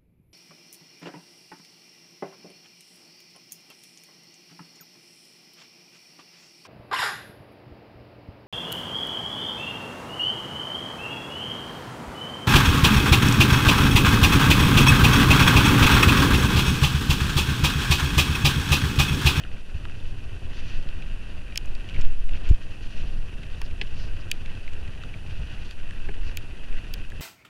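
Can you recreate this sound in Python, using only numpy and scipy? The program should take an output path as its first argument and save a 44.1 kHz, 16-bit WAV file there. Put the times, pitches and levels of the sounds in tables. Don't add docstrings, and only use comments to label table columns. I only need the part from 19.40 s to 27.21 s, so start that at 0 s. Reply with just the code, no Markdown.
import sys
import numpy as np
from scipy import signal
from scipy.fft import rfft, irfft, next_fast_len
from scipy.io import wavfile
from scipy.ndimage import map_coordinates

SR = 44100
rng = np.random.default_rng(int(sys.argv[2]) if len(sys.argv) > 2 else 0)


def store_pcm(level_fs):
    pcm = np.round(np.clip(level_fs, -1, 1) * 32767).astype(np.int16)
    wavfile.write(sys.argv[1], SR, np.atleast_2d(pcm).T)


N = 344421


def amp(db):
    return 10 ** (np.asarray(db) / 20)


def unit(x):
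    return x / np.sqrt(np.mean(x ** 2) + 1e-20)


def crest(x):
    return x / (np.abs(x).max() + 1e-20)


def curve(points):
    return np.interp(np.arange(N) / SR, *np.transpose(points))


def swells(rows):
    t = np.arange(N) / SR
    return sum(height * np.exp(-((t - s) / width) ** 2 / 2) for s, width, height in rows)


def wobble(rate):
    return map_coordinates(rng.standard_normal(int(N * rate / SR) + 4), [np.arange(N) * rate / SR])


def colour(x, spectrum):
    size = 2 * next_fast_len(len(x) // 2 + 4096)
    hz, db = np.transpose(spectrum)
    gain_db = np.interp(np.log(np.fft.rfftfreq(size, 1 / SR) + 1), np.log(hz + 1), db)
    cepstrum = irfft(np.log(amp(gain_db)), size)
    cepstrum[1:size // 2] *= 2
    cepstrum[size // 2 + 1:] = 0
    return irfft(rfft(x, size) * np.exp(rfft(cepstrum)), size)[:len(x)]


def noise(spectrum):
    return unit(colour(rng.standard_normal(N), spectrum))


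def burst(t, t60):
    return rng.standard_normal(len(t)) * amp(-60 * t / t60)


def ring(modes, t, polarity=-1, scatter_db=1.5):
    return sum(polarity ** k * amp(db + scatter_db * rng.standard_normal() - 60 * t / t60)
               * np.sin(2 * np.pi * hz * t) for k, (hz, db, t60) in enumerate(modes))


def add(track, s, sound):
    start = max(round(s * SR), 0)
    track[start:start + len(sound)] += sound[:N - start]


def wind(load_db):
    # (time [s], level [dB])
    airflow = [(0, -3.5), (0.65, 3.5), (0.9, 0), (1.15, -2), (1.6, 1), (2.1, -2.5), (2.5, 0), (2.72, 4),
               (3.0, -3), (3.3, 0.5), (4.1, 0), (4.65, 1.5), (5.0, -1), (5.4, -1.5), (5.95, 5), (6.3, -3.5),
               (6.75, 1.5), (7.3, -6), (7.81, 1.5)]
    # (time [s], width [s], heave gain [dB], buffet gain [dB])
    gusts = [(0.03, .07, 0, 8), (.85, .05, -3, -4), (1.36, 0.085, 20, 6), (1.72, .06, -1, 6),
             (2.05, .05, -2, -3), (2.3, .06, 9, 8), (2.63, 0.075, 19, 18), (2.88, 0.09, 11, 8),
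             (3.09, 0.05, 8, 11), (3.7, 0.12, 17, 5), (4.25, .08, 7, -1), (4.58, 0.15, 10, 4),
             (6.72, 0.16, 7.5, 6), (7.32, 0.05, 16, 10), (7.58, 0.04, 7, 11)]
    # (frequency [Hz], level [dB])
    heave_spectrum = [(2, -3.5), (7, 9), (13, 4.5), (18, -11), (26, -31.5), (50, -95.5)]
    buffet_spectrum = [(4, -20), (15, -4), (24, -1.5), (33, -7), (46, -18), (75, -37), (130, -64),
                       (400, -120)]
    rumble_spectrum = [(25, -12), (45, 6.5), (62, 2), (85, 2.5), (105, -2.5), (128, -5.5), (160, -13),
                       (220, -25.5), (400, -45.5), (1200, -120)]
    rush_spectrum = [(70, -22.5), (130, -0.5), (190, 1.5), (250, -1.5), (320, -4), (440, -7), (610, -9.5),
                     (860, -14.5), (1400, -18.5), (2000, -43), (6000, -120)]
    air_db = curve(airflow)
    eddies = wobble(45)
    heave_db = swells([(s, width, db) for s, width, db, _ in gusts])
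    buffet_db = swells([(s, width, db) for s, width, _, db in gusts])
    heave = noise(heave_spectrum)
    buffet = noise(buffet_spectrum)
    rumble = unit(colour(rng.standard_normal(N) * amp(2.37 * eddies), rumble_spectrum))
    rush = unit(colour(rng.standard_normal(N) * amp(eddies + 1.26 * wobble(110)), rush_spectrum))
    return (amp(-29 + heave_db) * heave
            + amp(-36 + buffet_db + 0.25 * load_db) * buffet
            + amp(-38.5 + air_db + load_db) * rumble
            + amp(-48.5 + 0.087 * air_db + 0.58 * load_db) * rush)


def grains(rate, spread_db):
    size = amp(spread_db * np.minimum(rng.standard_exponential(N), 3))
    return unit((rng.random(N) < rate / SR) * size * rng.choice([-1, 1], N))


def leaf_gain_db(entry_s=0.011):
    # (time [s], spray gain [dB], fade [s])
    leaf_beds = [(0.55, 2, 0.2), (1.12, 6, 0.34), (2.92, 1, .2), (3.41, 6, 0.2), (5.89, 3, 0.22),
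                 (6.24, 6.5, 0.073)]
    t = np.arange(N) / SR
    return sum(db * np.clip((t - s) / entry_s, 0, 1) * np.exp(-((t - s) / fade) ** 2)
               for s, db, fade in leaf_beds)


def tyres(load_db):
    # (time [s], level [dB])
    firmness = [(0, -1), (0.8, -1.5), (1.5, 0.4), (2.4, 0.1), (3.4, -1.5), (4.3, -1), (5.6, 0), (6.7, 0),
                (7.81, 0.5)]
    # (frequency [Hz], level [dB])
    churn_spectrum = [(600, -30.5), (1000, -11.5), (1330, -4.5), (1560, 4), (1720, -2), (1880, 3),
                      (2170, -8), (2400, 0.5), (2600, 8), (2950, 2), (3400, -9), (4000, -12), (5500, -82),
                      (9000, -82)]
    spray_spectrum = [(1500, -33.5), (3000, 10.5), (3900, 1.5), (4650, 5.5), (5250, -3), (5850, 1),
                      (6600, -8), (7300, -10.5), (8300, -25), (10500, -23), (14000, -43)]
    ground = wobble(70)
    crunch = unit(rng.standard_normal(N) + amp(-3) * grains(rate=400, spread_db=6))
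    fizz = unit(rng.standard_normal(N) + amp(-8) * grains(rate=1100, spread_db=5.5))
    churn = unit(colour(crunch, churn_spectrum))
    spray = unit(colour(fizz, spray_spectrum))
    churn_db = -50 + curve(firmness) + load_db + 1.1 * ground
    spray_db = -60 + leaf_gain_db() + 0.87 * load_db + 2 * ground
    return amp(churn_db) * churn + amp(spray_db) * spray


def whine():
    # (frequency [Hz], level [dB])
    tones = [(9650, -74.5), (9590, -81)]
    return sum(amp(db) * unit(np.sin(2 * np.pi * np.cumsum(hz + 3 * wobble(25)) / SR))
               for hz, db in tones)


def hiss():
    # (frequency [Hz], level [dB])
    hiss_spectrum = [(2000, -3), (4000, 1.5), (6000, 0.5), (7300, 1), (8300, -1.5), (10500, -7),
                     (12500, -7), (14000, -20), (16000, -33)]
    return amp(-66) * noise(hiss_spectrum)


def rattles(load_db, tap_count=50, tap_hz=2440, tick_t60=0.012):
    # (time [s], level [dB], pitch [Hz], relative edge level [dB])
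    ticks = [(0.037, -30, 2700, -14), (0.050, -34, 1500, -12), (0.453, -31, 1350, -1),
             (0.497, -33, 1800, -10), (1.489, -35, 2750, -4), (1.623, -31, 2600, -12),
             (2.124, -34, 2500, -14), (2.489, -32, 2750, -8), (2.497, -31, 2850, -3),
             (2.545, -34, 2300, -8), (2.562, -31.5, 2400, -12), (2.650, -33, 2600, -8),
             (2.892, -31, 2500, -14), (2.935, -33, 2750, -10), (2.953, -32, 2600, -8),
             (4.034, -33.5, 2600, -10), (4.311, -33, 2700, -14), (5.060, -33.5, 2600, -8),
             (5.278, -32, 2100, -6), (5.478, -38, 2050, -4), (5.636, -35, 1450, 1),
             (5.740, -31.5, 2300, -10), (6.509, -35, 1650, 0), (7.72, -36, 1700, -10)]
    edge_spectrum = [(1200, -62), (2700, 7.5), (5400, -13), (8000, -15), (14000, -48)]
    out, t = np.zeros(N), np.arange(SR // 16) / SR
    shaking = np.cumsum(amp(2.8 * load_db))
    when, pitches = rng.random((tap_count, 2)).T
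    starts = np.searchsorted(shaking, when * shaking[-1])
    taps = [(i / SR, -43 + load_db[i], tap_hz * 2 ** (pitch - .5), -8) for i, pitch in zip(starts, pitches)]
    for s, db, hz, edge_db in list(ticks) + taps:
        tone = np.sin(2 * np.pi * hz * t) * amp(-60 * t / tick_t60)
        chatter = crest(colour(burst(t, tick_t60), [(hz / 4, -60), (hz, 0), (hz * 4, -60)]))
        edge = crest(colour(burst(t, t60=0.0037), edge_spectrum))
        add(out, s, amp(db) * (chatter + amp(-6.5) * tone + amp(edge_db) * edge))
    return out


def jolts(sway_lead_s=0.004, sway_width_s=0.0175, shudder_hz=260):
    # (time [s], push level [dB], push width [s], sway level [dB])
    shocks = [(0.352, -18, 0.0021, -28), (3.112, 0.5, 0.0026, -2)]
    out, t = np.zeros(N), np.arange(SR // 4) / SR
    centre = t.mean()
    t = t - centre
    u = (t + sway_lead_s) / sway_width_s
    sway = (u ** 2 - 1) * np.exp(-u ** 2 / 2)
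    shudder = np.sin(2 * np.pi * shudder_hz * t) * np.exp(-(t / 0.0015) ** 2 / 2)
    for s, push_db, width, sway_db in shocks:
        push = np.exp(-(t / width) ** 2 / 2)
        add(out, s - centre, amp(push_db) * (push + amp(-21.5) * shudder) + amp(sway_db) * sway)
    return out


def case_modes(pitch_hz, fall_db_per_octave):
    # (frequency [Hz], level [dB], T60 [s])
    modes = [(1560, -1, .007), (1850, 2, .008), (2190, 0, .008), (2450, 5, .011), (3010, 3, .011),
             (3300, -1.5, .016), (3720, -4, .016), (4050, -7, .009), (4620, -6, .013), (5320, -4, .008),
             (6230, -9, .006), (6800, -4, .005), (7330, -4, .006)]
    return [(hz, db - fall_db_per_octave * abs(np.log2(hz / pitch_hz)), t60) for hz, db, t60 in modes]


def grit(ring_lag_s=0.0006):
    # (time [s], shell level [dB], shell pitch [Hz], ping level [dB],
    # ping pitch [Hz], crack level [dB], snap level [dB], snap pitch [Hz])
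    strikes = [(2.1575, -21.5, 2100, -28, 5400, -31, -36, 11800),
               (2.1753, -16.5, 2700, -13, 5400, -18.5, -22, 11600),
               (2.2576, -48, 2800, -37, 6230, -47, -45, 10500),
               (2.351, -47, 3300, -35, 4600, -58, -52, 10000),
               (2.612, -35, 2800, -33, 5500, -43, -52, 12500),
               (2.617, -30, 2000, -37, 7300, -41, -52, 12500),
               (3.09, -33, 2900, -39, 5200, -37, -46, 11000),
               (3.095, -36, 2900, -44, 7300, -39, -48, 11000),
               (4.216, -26, 1900, -31, 5200, -38, -34, 10000),
               (4.9148, -12.5, 2900, -23.5, 4650, -13.5, -16, 10700),
               (5.334, -47, 2800, -42, 7000, -49, -56, 11000),
               (6.3094, -31, 3500, -36, 4400, -44, -47, 11500),
               (6.9718, -21.5, 2400, -33, 4200, -21, -20.5, 12000),
               (7.5385, -26, 3400, -23, 4950, -27.5, -23, 13400),
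               (7.701, -38, 2800, -43, 6400, -47, -48, 12500)]
    # (frequency [Hz], level [dB])
    crack_spectrum = [(1500, -50), (3500, -8), (4500, -1), (5500, -3), (6400, 1), (7400, 0), (8400, -9),
                      (9500, -22), (14000, -50)]
    # (frequency [multiple of pitch], level [dB])
    snap_shape = [(.32, -61), (.64, -25), (.8, -9), (.94, 0), (1.05, 0), (1.17, -5), (1.5, -9)]
    out, t = np.zeros(N), np.arange(SR // 16) / SR
    for s, shell_db, shell_hz, ping_db, ping_hz, crack_db, snap_db, snap_hz in strikes:
        broad_ring = ring(case_modes(shell_hz, fall_db_per_octave=9), t)
        narrow_ring = ring(case_modes(ping_hz, fall_db_per_octave=60), t, polarity=1)
        shell = crest(colour(broad_ring, [(700, -20), (2000, 3)]))
        ping = crest(colour(narrow_ring, [(1500, -30), (4000, 0)]))
        contact = amp(-20) * burst(t, t60=0.005) + (t == 0)
        crack = crest(colour(contact, crack_spectrum))
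        snap = crest(colour(contact, [(snap_hz * multiple, db) for multiple, db in snap_shape]))
        add(out, s, amp(crack_db) * crack + amp(snap_db) * snap)
        add(out, s + ring_lag_s, amp(shell_db) * shell + amp(ping_db) * ping)
    return out


def knocks(thud_rise_s=0.003):
    # (time [s], clack level [dB], thud level [dB], clack pitch [Hz], bounce interval [s])
    slaps = [(4.2150, -33, -35.5, 1100, .0003), (4.4138, -16, -28.5, 2650, .0013),
             (6.6875, -33, -25, 2400, .0021)]
    # (delay [bounce intervals], level [dB])
    bounces = [(0, 6), (.9, 7), (2, 6), (3.2, 5)]
    # (frequency [multiple of pitch], level [dB])
    clack_shape = [(.5, -27), (.68, -6), (1, 0), (1.25, -4), (1.5, -14), (1.85, -17), (2.2, -31),
                   (2.75, -33), (3.5, -48), (6, -66)]
    # (frequency [Hz], level [dB], T60 [s])
    frame_modes = [(169, -4, .09), (320, -4, .06), (403, 0, .08), (479, -5, .055), (667, -5, .035),
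                   (766, -9, .03), (843, -4, .035), (1070, -13, .025), (1540, -3, .025), (1700, 2, .028)]
    out, t = np.zeros(N), np.arange(SR // 8) / SR
    for s, clack_db, thud_db, hz, bounce_s in slaps:
        contact = amp(-12.5) * burst(t, t60=0.04)
        for delay, bounce_db in bounces:
            contact[round(delay * bounce_s * SR)] += amp(bounce_db)
        clack = colour(contact, [(hz * multiple, db) for multiple, db in clack_shape])
        thud = ring(frame_modes, t) * (1 - np.exp(-t / thud_rise_s))
        add(out, s, amp(clack_db) * crest(clack) + amp(thud_db) * crest(thud))
    return out


def swishes():
    # (time [s], level [dB], width [s])
    sweeps = [(4.255, -55, 0.011), (4.615, -52.5, 0.044), (4.812, -57, 0.0082), (6.873, -56, 0.023)]
    envelope = swells([(s, width, amp(db)) for s, db, width in sweeps])
    return envelope * noise([(2500, -23), (4000, -2), (4700, 2), (5700, -3), (6800, -13), (12000, -54)])


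def scene():
    # (time [s], width [s], load [dB])
    bumps = [(0.24, 0.019, -5), (0.37, 0.024, 1), (0.98, 0.077, -1.5), (1.17, 0.043, 2.5),
             (1.30, 0.042, 3.5), (1.55, 0.053, 1), (2.03, 0.057, -1.5), (2.585, 0.042, 6),
             (2.79, 0.075, -4), (2.96, 0.022, 5), (3.075, 0.031, 4.5), (3.18, .035, -1), (3.37, 0.02, -1),
             (3.62, 0.038, 4), (3.84, 0.024, -1.5), (4.61, 0.03, 2.5), (5.12, .03, 2.5), (5.82, 0.037, -3),
             (6.12, 0.024, 4), (6.35, 0.024, -3.5), (6.88, 0.018, 3.5), (7.16, 0.059, -1.5),
             (7.39, 0.064, 2), (7.57, 0.025, 2), (7.69, 0.047, -3.5)]
    load_db = swells(bumps)
    riding = wind(load_db) + tyres(load_db) + swishes()
    impacts = grit() + rattles(load_db) + knocks() + jolts()
    return (riding + impacts + whine() + hiss())[None]


def record(dry):
    return signal.sosfilt(signal.butter(16, 15750, fs=SR, output="sos"), dry)


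dry = scene()
out = record(dry)
store_pcm(out)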